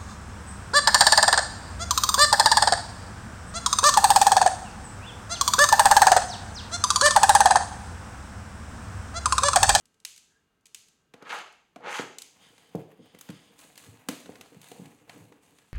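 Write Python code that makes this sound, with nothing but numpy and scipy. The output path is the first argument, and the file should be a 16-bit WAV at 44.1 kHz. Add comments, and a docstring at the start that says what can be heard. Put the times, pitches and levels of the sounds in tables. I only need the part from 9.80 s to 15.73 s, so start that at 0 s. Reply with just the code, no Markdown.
"""A utility knife is clicked open, drawn twice through the shrink film on a cardboard box and clicked shut:
noise flurries excite damped modes of the plastic, and random slips of the blade make the two rasps.
Fingers then slide the box on the desk, pick at the film, snap it and tip the box over: coloured grit,
friction noise, broad snaps and knocks on the modes of the box. A small lively room answers with decaying
noise, over room tone, faint tones of fixed pitch and one brief breathy whistle of resonant noise."""
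import sys
import numpy as np
from scipy import signal
from scipy.fft import rfft, irfft, next_fast_len
from scipy.io import wavfile

SR = 44100
rng = np.random.default_rng(int(sys.argv[2]) if len(sys.argv) > 2 else 0)


def voltage_ratio(decibels):
    """Convert decibels (scalar or array-like) to amplitude ratios, 20 dB per decade."""
    exponent = np.asarray(decibels, float) / 20
    return 10 ** exponent


def bounce(signal):
    """Save signal as a 16-bit WAV file at the path given by the first command-line argument."""
    frames = np.transpose(np.atleast_2d(signal))
    limited = np.clip(frames, -1, 1)
    pcm = np.round(limited * 32767).astype(np.int16)
    wavfile.write(sys.argv[1], SR, pcm)


N = 261513   # samples

# Sharp clicks in the knife's plastic voice, mostly from its slider: start_s, peak_db
KNIFE_CLICKS = [(0.008, -58), (0.0549, -46.5), (0.142, -60), (0.2006, -49), (0.2495, -19.5), (0.362, -40),
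                (0.3772, -39), (0.808, -68), (0.856, -43), (0.8655, -46.5), (0.878, -64), (0.9456, -28),
                (1.084, -50.5), (1.725, -47.5), (2.3842, -26), (2.419, -29.5)]
# Modes of the plastic knife: pitch_hz, gain_db
KNIFE_MODES = [(1050, -19), (2400, -1), (3400, 7.5), (4700, 9), (7800, 7.5), (10000, -2), (13500, -34)]
# Blade pressure through film and over card, one table a stroke: time_s, level_db
CUT_STROKES = [
    [(1.35, -84), (1.43, -53), (1.49, -50.5), (1.505, -38), (1.61, -41), (1.635, -69), (1.68, -59)],
    [(1.97, -80), (2.02, -53.5), (2.065, -38.5), (2.215, -42), (2.225, -51), (2.27, -78)],
]
# Relative colour of the blade's rasp: frequency_hz, gain_db
RASP_COLOUR = [(150, -7), (280, -14.5), (480, -0.5), (662, -5), (875, 6), (1020, -1.5), (1240, 4),
               (1700, 1), (2910, -4), (5730, -14.5), (6360, -12), (16000, -38)]
# Spectral tilt of the rasp: dull as the blade bites, brighter as it gathers speed
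BITE_TILT_DB_PER_OCTAVE, TILT_RISE_DB_PER_OCTAVE_PER_S = -11.5, 80.5
# Tilt at full speed, one value a stroke, the second being the faster: tilt_db_per_octave
FULL_SPEED_TILT = [-0.43, 2.5]
RAGGED_DB = 2.5   # spread of each octave's own wavering

# Snaps of the film: start_s, peak_db, centre_hz
FILM_SNAPS = [(1.3379, -40, 1670), (1.4238, -41, 1700), (1.9599, -38.5, 1440), (2.006, -53, 1200),
              (2.7795, -46.5, 3130), (2.9524, -42, 6600), (3.3478, -43, 2480), (3.3873, -39, 10300),
              (3.4104, -32.5, 10500), (3.489, -36.5, 1920), (3.5015, -38, 3240), (3.7898, -43.5, 7000),
              (3.956, -44, 4150), (3.9763, -34, 5500), (4.2864, -17.5, 4130), (4.4584, -39, 1960),
              (4.5196, -48, 1750), (4.555, -41.5, 1620), (4.6103, -32.5, 3500), (4.6586, -47, 1500),
              (4.745, -47, 2500), (4.815, -39.5, 8150), (4.9155, -38.5, 4000), (5.0569, -42, 2650),
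              (5.295, -33, 2080), (5.44, -53.5, 6000), (5.5225, -45.5, 1650), (5.7853, -46, 2820)]
# Fingers tugging the film: start_s, held_s, gain_db
FILM_TUGS = [(2.62, 0.19, -70), (3.42, 0.32, -75), (3.79, 0.036, -58.5), (3.98, 0.047, -59.5),
             (4.3, 0.021, -55), (4.5, 0.38, -72.5), (4.83, 0.13, -64), (5.02, 0.16, -75), (5.3, 0.11, -68),
             (5.63, 0.015, -68.5), (5.76, 0.036, -73.5), (5.88, 0.026, -75.5)]
TUG_RISE_DB_PER_S, TUG_FALL_DB_PER_S = 900, 95
# Relative colour of the film's crackle: frequency_hz, gain_db
FILM_COLOUR = [(1470, -13), (2500, 1.5), (2720, 1), (5350, -3), (8530, 3), (13200, -11.5), (16000, -13.5)]
CREASES_PER_S, CREASES_DB = 60, -0.5   # mean rate for each fold size; level against the fine crackle
# Hands gripping and shifting the box, with its rumble on the desk: start_s, held_s, rumble_db
HAND_GRIPS = [(2.55, 0.5, -67.5), (3.25, .65, -67), (4.1, 0.035, -56.5), (4.5, 0.05, -55.5),
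              (4.76, .04, -73), (5.01, .05, -55), (5.38, .04, -57.5), (5.68, 0.079, -69)]
GRIP_RISE_DB_PER_S, GRIP_FALL_DB_PER_S = 92, 86
# Relative colour of skin brushing card: frequency_hz, gain_db
SKIN_COLOUR = [(350, -18.5), (750, -3.5), (1400, -12), (2500, -11), (4500, -25.5)]
# Skin level at a firm grip, the share of the grip's swing in dB it follows, and that grip's rumble level
SKIN_DB, SKIN_FOLLOWS, FIRM_GRIP_DB = -66, 0.43, -59.5

# Pushes of the film-wrapped box over the desk: start_s, held_s, level_db
BOX_PUSHES = [(2.62, 0.02, -58.5), (2.8, 0.21, -69.5), (3.23, 0.38, -66), (3.55, 0.073, -66)]
PUSH_RISE_DB_PER_S, PUSH_FALL_DB_PER_S = 287.5, 102
# Bands in which sliding friction sings: centre_hz, width_hz, level_db
SLIDE_BANDS = [(2340, 1400, -4), (3240, 980, 3.5), (4920, 980, -1.5), (6600, 1200, -6.5), (8750, 1500, -7)]
# Knocks on the box, with the pitch the struck spot favours: start_s, peak_db, pitch_hz, contact_ms
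BOX_KNOCKS = [(1.341, -39.5, 470, 1.63), (1.424, -40.5, 493, 1.25), (1.961, -34, 506, 2.2),
              (2.195, -20, 505, 0.84), (2.949, -17.5, 334, 0.93), (2.953, -24, 159, 2.54),
              (2.958, -26, 496, 1.26), (3.19, -43, 220, 6), (3.347, -41.5, 245, 1.1),
              (3.492, -29, 220, 3.67), (4.073, -38, 132, 4.5), (4.287, -23.5, 295, 2.36),
              (4.493, -28.5, 390, 0.31), (4.719, -43.5, 302, 2.8), (4.743, -46.5, 300, 3.5),
              (4.762, -40, 190, 4), (4.914, -35.5, 436, 2.7), (4.992, -36.5, 233, 2.9),
              (5.012, -35, 216, 5.3), (5.293, -45, 710, 1.9), (5.358, -47, 262, 7.2), (5.4, -42, 132, 4),
              (5.519, -44.5, 405, 1)]
# Modes of the box: pitch_hz, gain_db
BOX_MODES = [(105, 8.5), (135, -1.5), (168, 1), (195, -2.5), (228, -0.5), (269, -2), (307, 9), (436, 16.5),
             (500, 12), (600, 8.5), (700, 17.5), (870, -4), (1250, -15)]

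# One faint, breathy whistle: start_s, held_s, level_db
WHISTLE_BREATH = [(0.52, 0.049, -76)]
WHISTLE_HZ = 1650
# Reverberation time of the room: frequency_hz, t60_s
ROOM_DECAY = [(100, 0.41), (500, 0.57), (1500, 0.44), (4000, 0.69), (12000, 0.44)]
# Echo energy of the room: frequency_hz, energy_db
ROOM_ECHO = [(100, -6.5), (500, -2.5), (1500, -4), (4000, -5.5), (12000, -7)]
# Relative colour of the room tone: frequency_hz, gain_db
AIR_COLOUR = [(15, -74), (25, -18.5), (200, -11.5), (394, -18.5), (451, -11.5), (489, -23), (1260, -23),
              (16000, -45)]
AIR_DB = -74
# Faint background tones, levels before a common lift: pitch_hz, level_db
FAINT_TONES = [(1292, -89.5), (1577, -87), (2832, -89)]


def knife(hit):
    """Modal radiation: well-damped plastic modes ring, but so small a body gives no bass."""
    modes = 0
    for k, (hz, db) in enumerate(KNIFE_MODES):
        modes = modes + (-1) ** k * voltage_ratio(db) * ring(hit, hz, 2.8 / hz)
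    return signal.sosfilt(signal.butter(2, 1300, "high", fs=SR, output="sos"), modes)


def cuts():
    """Stick-slip: the blade stutters through film and card; speed tilts the rasp to the treble."""
    rasp = colour(grit(5000, spread_db=3.0, clump_db=1.6, clump_rate=16.7), RASP_COLOUR)
    tilts = []
    for stroke, full_tilt in zip(CUT_STROKES, FULL_SPEED_TILT):
        since_bite = np.maximum(np.arange(N) / SR - stroke[0][0], 0)
        tilt = BITE_TILT_DB_PER_OCTAVE + TILT_RISE_DB_PER_OCTAVE_PER_S * since_bite
        tilts.append(np.minimum(tilt, full_tilt))
    out = 0
    for k, hz in enumerate(250 * 2. ** np.arange(7)):
        octave = band_pass(rasp, hz / 2 ** .5, hz * 2 ** .5, order=2)
        octaves_up = np.log2(hz / 1000)
        gain = sum(voltage_ratio(in_time(stroke) + tilt * octaves_up) for stroke, tilt in zip(CUT_STROKES, tilts))
        # alternating signs join neighbouring octaves without a gap
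        out = out + (-1) ** k * gain * voltage_ratio(RAGGED_DB * drift(32)) * octave
    return out


def crease(hit, hz):
    """Snap-through: a flipping crease is broad about a centre set by fold size, with little far above."""
    broad = band_pass(hit, hz / 14.0, hz * 1.92, order=1)
    broad = signal.sosfilt(signal.butter(1, min(hz * 4.0, .45 * SR), fs=SR, output="sos"), broad)
    return broad + voltage_ratio(-21.5) * ring(hit, hz, 3.2 / hz)


def creases():
    """Random snap-through: lone folds of five sizes pop, each a short ragged flurry."""
    t = np.arange(256) / SR
    out = 0
    for hz in np.geomspace(1800, 9000, 5):
        flurry = rng.standard_normal(256) * np.exp(-t / 0.0026)
        moments = grit(CREASES_PER_S, spread_db=3.0, clump_db=4.0, clump_rate=14)
        pops = signal.fftconvolve(moments, flurry)[:N]
        out = out + rms_one(crease(pops, hz))
    return rms_one(out)


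def hands():
    """Granular friction: film crackles finely, skin brushes the card, and the box drags on the desk."""
    tug = gestures(FILM_TUGS, TUG_RISE_DB_PER_S, TUG_FALL_DB_PER_S)
    film = colour(grit(3000, spread_db=2.0, clump_db=0.5, clump_rate=37), FILM_COLOUR)
    film = film + voltage_ratio(CREASES_DB) * creases()
    grip = gestures(HAND_GRIPS, GRIP_RISE_DB_PER_S, GRIP_FALL_DB_PER_S)
    skin = colour(grit(1500, spread_db=3.0, clump_db=5.0, clump_rate=18), SKIN_COLOUR)
    brush = voltage_ratio(SKIN_DB) * (grip / voltage_ratio(FIRM_GRIP_DB)) ** SKIN_FOLLOWS
    drag = grit(1500, spread_db=2.0, clump_db=3.5, clump_rate=42)
    desk = rms_one(box(drag, 228, spread_db=1.0))
    return tug * film + brush * skin + grip * desk


def slide():
    """Friction-driven resonance: smooth rubbing noise sings in a few steady bands."""
    rub = rng.standard_normal(N) * voltage_ratio(1.5 * drift(15))
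    bands = 0
    for hz, width_hz, db in SLIDE_BANDS:
        t60 = np.log(1000) / np.pi / width_hz
        bands = bands + voltage_ratio(db) * rms_one(ring(ring(rub, hz, t60), hz, t60))
    return gestures(BOX_PUSHES, PUSH_RISE_DB_PER_S, PUSH_FALL_DB_PER_S) * rms_one(bands)


def knocks():
    """Contact time: a hard blow is one short push; a soft one is a rough push spread over its contact."""
    out = np.zeros(N + SR)
    for s, peak_db, spot_hz, contact_ms in BOX_KNOCKS:
        t = np.arange(SR // 4) / SR / (contact_ms / 1000)   # in contact times
        push = 0.83 * (t < 1) / contact_ms
        blow = t * np.exp(-t) * (rng.standard_normal(len(t)) + push)
        wide = 1 + 2.16 / contact_ms   # a soft push stirs only the panels near its own pitch
        blow = band_pass(blow, spot_hz / wide, spot_hz * wide, order=1)
        knock = box(blow, spot_hz, spread_db=0.5)
        at = round(s * SR)
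        out[at:at + len(t)] += voltage_ratio(peak_db) * knock / np.abs(knock).max()
    return out[:N]


def box(x, spot_hz, spread_db):
    """Modal excitation: modes near the struck spot's pitch are favoured; higher modes die sooner."""
    out = 0
    for hz, db in BOX_MODES:
        off_spot_db = -9.1 * np.log2(hz / spot_hz) ** 2
        gain = voltage_ratio(db + off_spot_db + rng.normal(0, spread_db))
        out = out + gain * ring(x, hz, 0.63 / np.sqrt(hz))
    return out


def cracks(events, body, length_ms):
    """Direct and diffuse sound: a crack is a ragged flurry nearby; the walls get its mean colour."""
    t = np.arange(2048) / SR / (length_ms / 1000)
    near, far = np.zeros((2, N + len(t)))
    for s, peak_db, *pitch in events:
        flurry = body(rng.standard_normal(len(t)) * np.sqrt(t) * np.exp(-1.5 * t), *pitch)
        mean = body(1. * (t == 0), *pitch)   # response to a unit click
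        gain = voltage_ratio(peak_db) / np.abs(flurry).max()
        at = round(s * SR)
        near[at:at + len(t)] += gain * flurry
        far[at:at + len(t)] += gain * mean * np.std(flurry) / np.std(mean)
    return np.array([near[:N], far[:N]])


def whistle():
    """Resonant filtering: noise passed twice through a narrow resonance gives a breathy pitch."""
    tone = ring(ring(rng.standard_normal(N), WHISTLE_HZ, 0.0087), WHISTLE_HZ, 0.0087)
    return gestures(WHISTLE_BREATH, rise_db_per_s=304, fall_db_per_s=150) * rms_one(tone)


def room(x):
    """Reverberation: echoes build up over the first wall distances, then each octave decays at its rate."""
    t = np.arange(SR) / SR
    tail = 0
    for hz in 90 * 2. ** np.arange(8):
        octave = band_pass(rng.standard_normal(SR), hz / 2 ** .5, hz * 2 ** .5, order=2)
        build_up = np.clip(t / 0.0043, 0, 1)
        octave = octave * voltage_ratio(-60 * t / at_hz(ROOM_DECAY, hz)) * build_up
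        share = np.sqrt(hz * np.sqrt(2) / SR / SR)   # scales by the octave's nominal width
        tail = tail + voltage_ratio(at_hz(ROOM_ECHO, hz)) * rms_one(octave) * share
    return signal.fftconvolve(x, tail)[:N]


def air():
    """Stationary background: coloured noise with faint tones, fixed in pitch and wavering in level."""
    t = np.arange(N) / SR
    tones = 0
    for hz, db in FAINT_TONES:
        tones = tones + voltage_ratio(db + 1.5 + 1.8 * drift(5.6)) * np.sin(2 * np.pi * hz * t)
    return voltage_ratio(AIR_DB) * colour(rng.standard_normal(N), AIR_COLOUR) + tones


def ring(x, hz, t60):
    """Damped resonance: a unit click sets a sine of height 1 ringing; t60 in s."""
    r, w = voltage_ratio(-60 / (t60 * SR)), 2 * np.pi * hz / SR
    return signal.lfilter([0, np.sin(w)], [1, -2 * r * np.cos(w), r * r], x + 1e-18)


def grit(per_s, spread_db, clump_db, clump_rate):
    """Random impulses: tiny slips of very uneven size, coming in clumps."""
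    sizes = voltage_ratio(spread_db * np.minimum(rng.exponential(1, N), 5)) * rng.choice([-1, 1], N)
    slips = rng.random(N) < per_s / SR
    return sizes * slips * voltage_ratio(clump_db * drift(clump_rate))


def drift(rate):
    """Low-passed noise: slow chance of rms 1 over its whole run; corner rate in Hz."""
    r = np.exp(-2 * np.pi * rate / SR)
    noise = rng.standard_normal(N + SR)
    return rms_one(signal.lfilter([1], [1, -2 * r, r * r], noise)[SR:])   # first second settles


def gestures(rows, rise_db_per_s, fall_db_per_s):
    """Exponential envelope: each movement swells up to its time, holds, and dies away."""
    t = np.arange(N) / SR
    gain = 0
    for s, held, db in rows:
        rise = rise_db_per_s * np.maximum(s - t, 0)
        fall = fall_db_per_s * np.maximum(t - s - held, 0)
        gain = gain + voltage_ratio(db - rise - fall)
    return gain


def in_time(rows):
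    """Level interpolation: a dB curve at every sample, practically silent outside it."""
    s, db = np.transpose(rows)
    return np.interp(np.arange(N) / SR, s, db, left=-140, right=-140)


def band_pass(x, low_hz, high_hz, order):
    """Band limiting: pass a range of frequencies, its upper edge kept below the Nyquist limit."""
    edges = [low_hz, min(high_hz, .45 * SR)]
    return signal.sosfilt(signal.butter(order, edges, "band", fs=SR, output="sos"), x)


def at_hz(points, hz):
    """Spectral interpolation: read a spectrum on a log-frequency axis."""
    point_hz, value = np.transpose(points)
    return np.interp(np.log(hz + 1), np.log(point_hz), value)


def colour(x, spectrum):
    """Spectral shaping: weight the frequencies of a steady sound and scale it to rms 1."""
    size = next_fast_len(len(x))
    gain = voltage_ratio(at_hz(spectrum, np.fft.rfftfreq(size, 1 / SR)))
    return rms_one(irfft(rfft(x, size) * gain, size)[:len(x)])


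def rms_one(x):
    """Power normalisation: scale to rms 1."""
    return x / np.sqrt(np.mean(x ** 2) + 1e-20)


def scene():
    """Superposition: the sources at the desk, their echoes, the room tone and the whistle add."""
    clicks = cracks(KNIFE_CLICKS, knife, length_ms=3.23)
    snaps = cracks(FILM_SNAPS, crease, length_ms=3.7)
    near, far = clicks + snaps
    rest = cuts() + hands() + slide() + knocks()
    no_bass = signal.butter(6, 105, "high", fs=SR, output="sos")   # small things radiate no deep bass
    desk = signal.sosfilt(no_bass, near + rest + room(far + rest))
    return (desk + air() + whistle())[None]


def roll_off(x):
    """The treble ends steeply here."""
    return signal.sosfilt(signal.butter(12, 16500, fs=SR, output="sos"), x)


def record(dry):
    """Microphone response: a dip and then a lift in the treble."""
    dip = signal.lfilter(*signal.iirpeak(5500, 6.0, SR), dry)
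    lift = signal.lfilter(*signal.iirpeak(6400, 7.0, SR), dry)
    heard = dry - 0.45 * dip + 0.28 * lift
    return roll_off(heard)


dry = scene()
out = record(dry)
bounce(out)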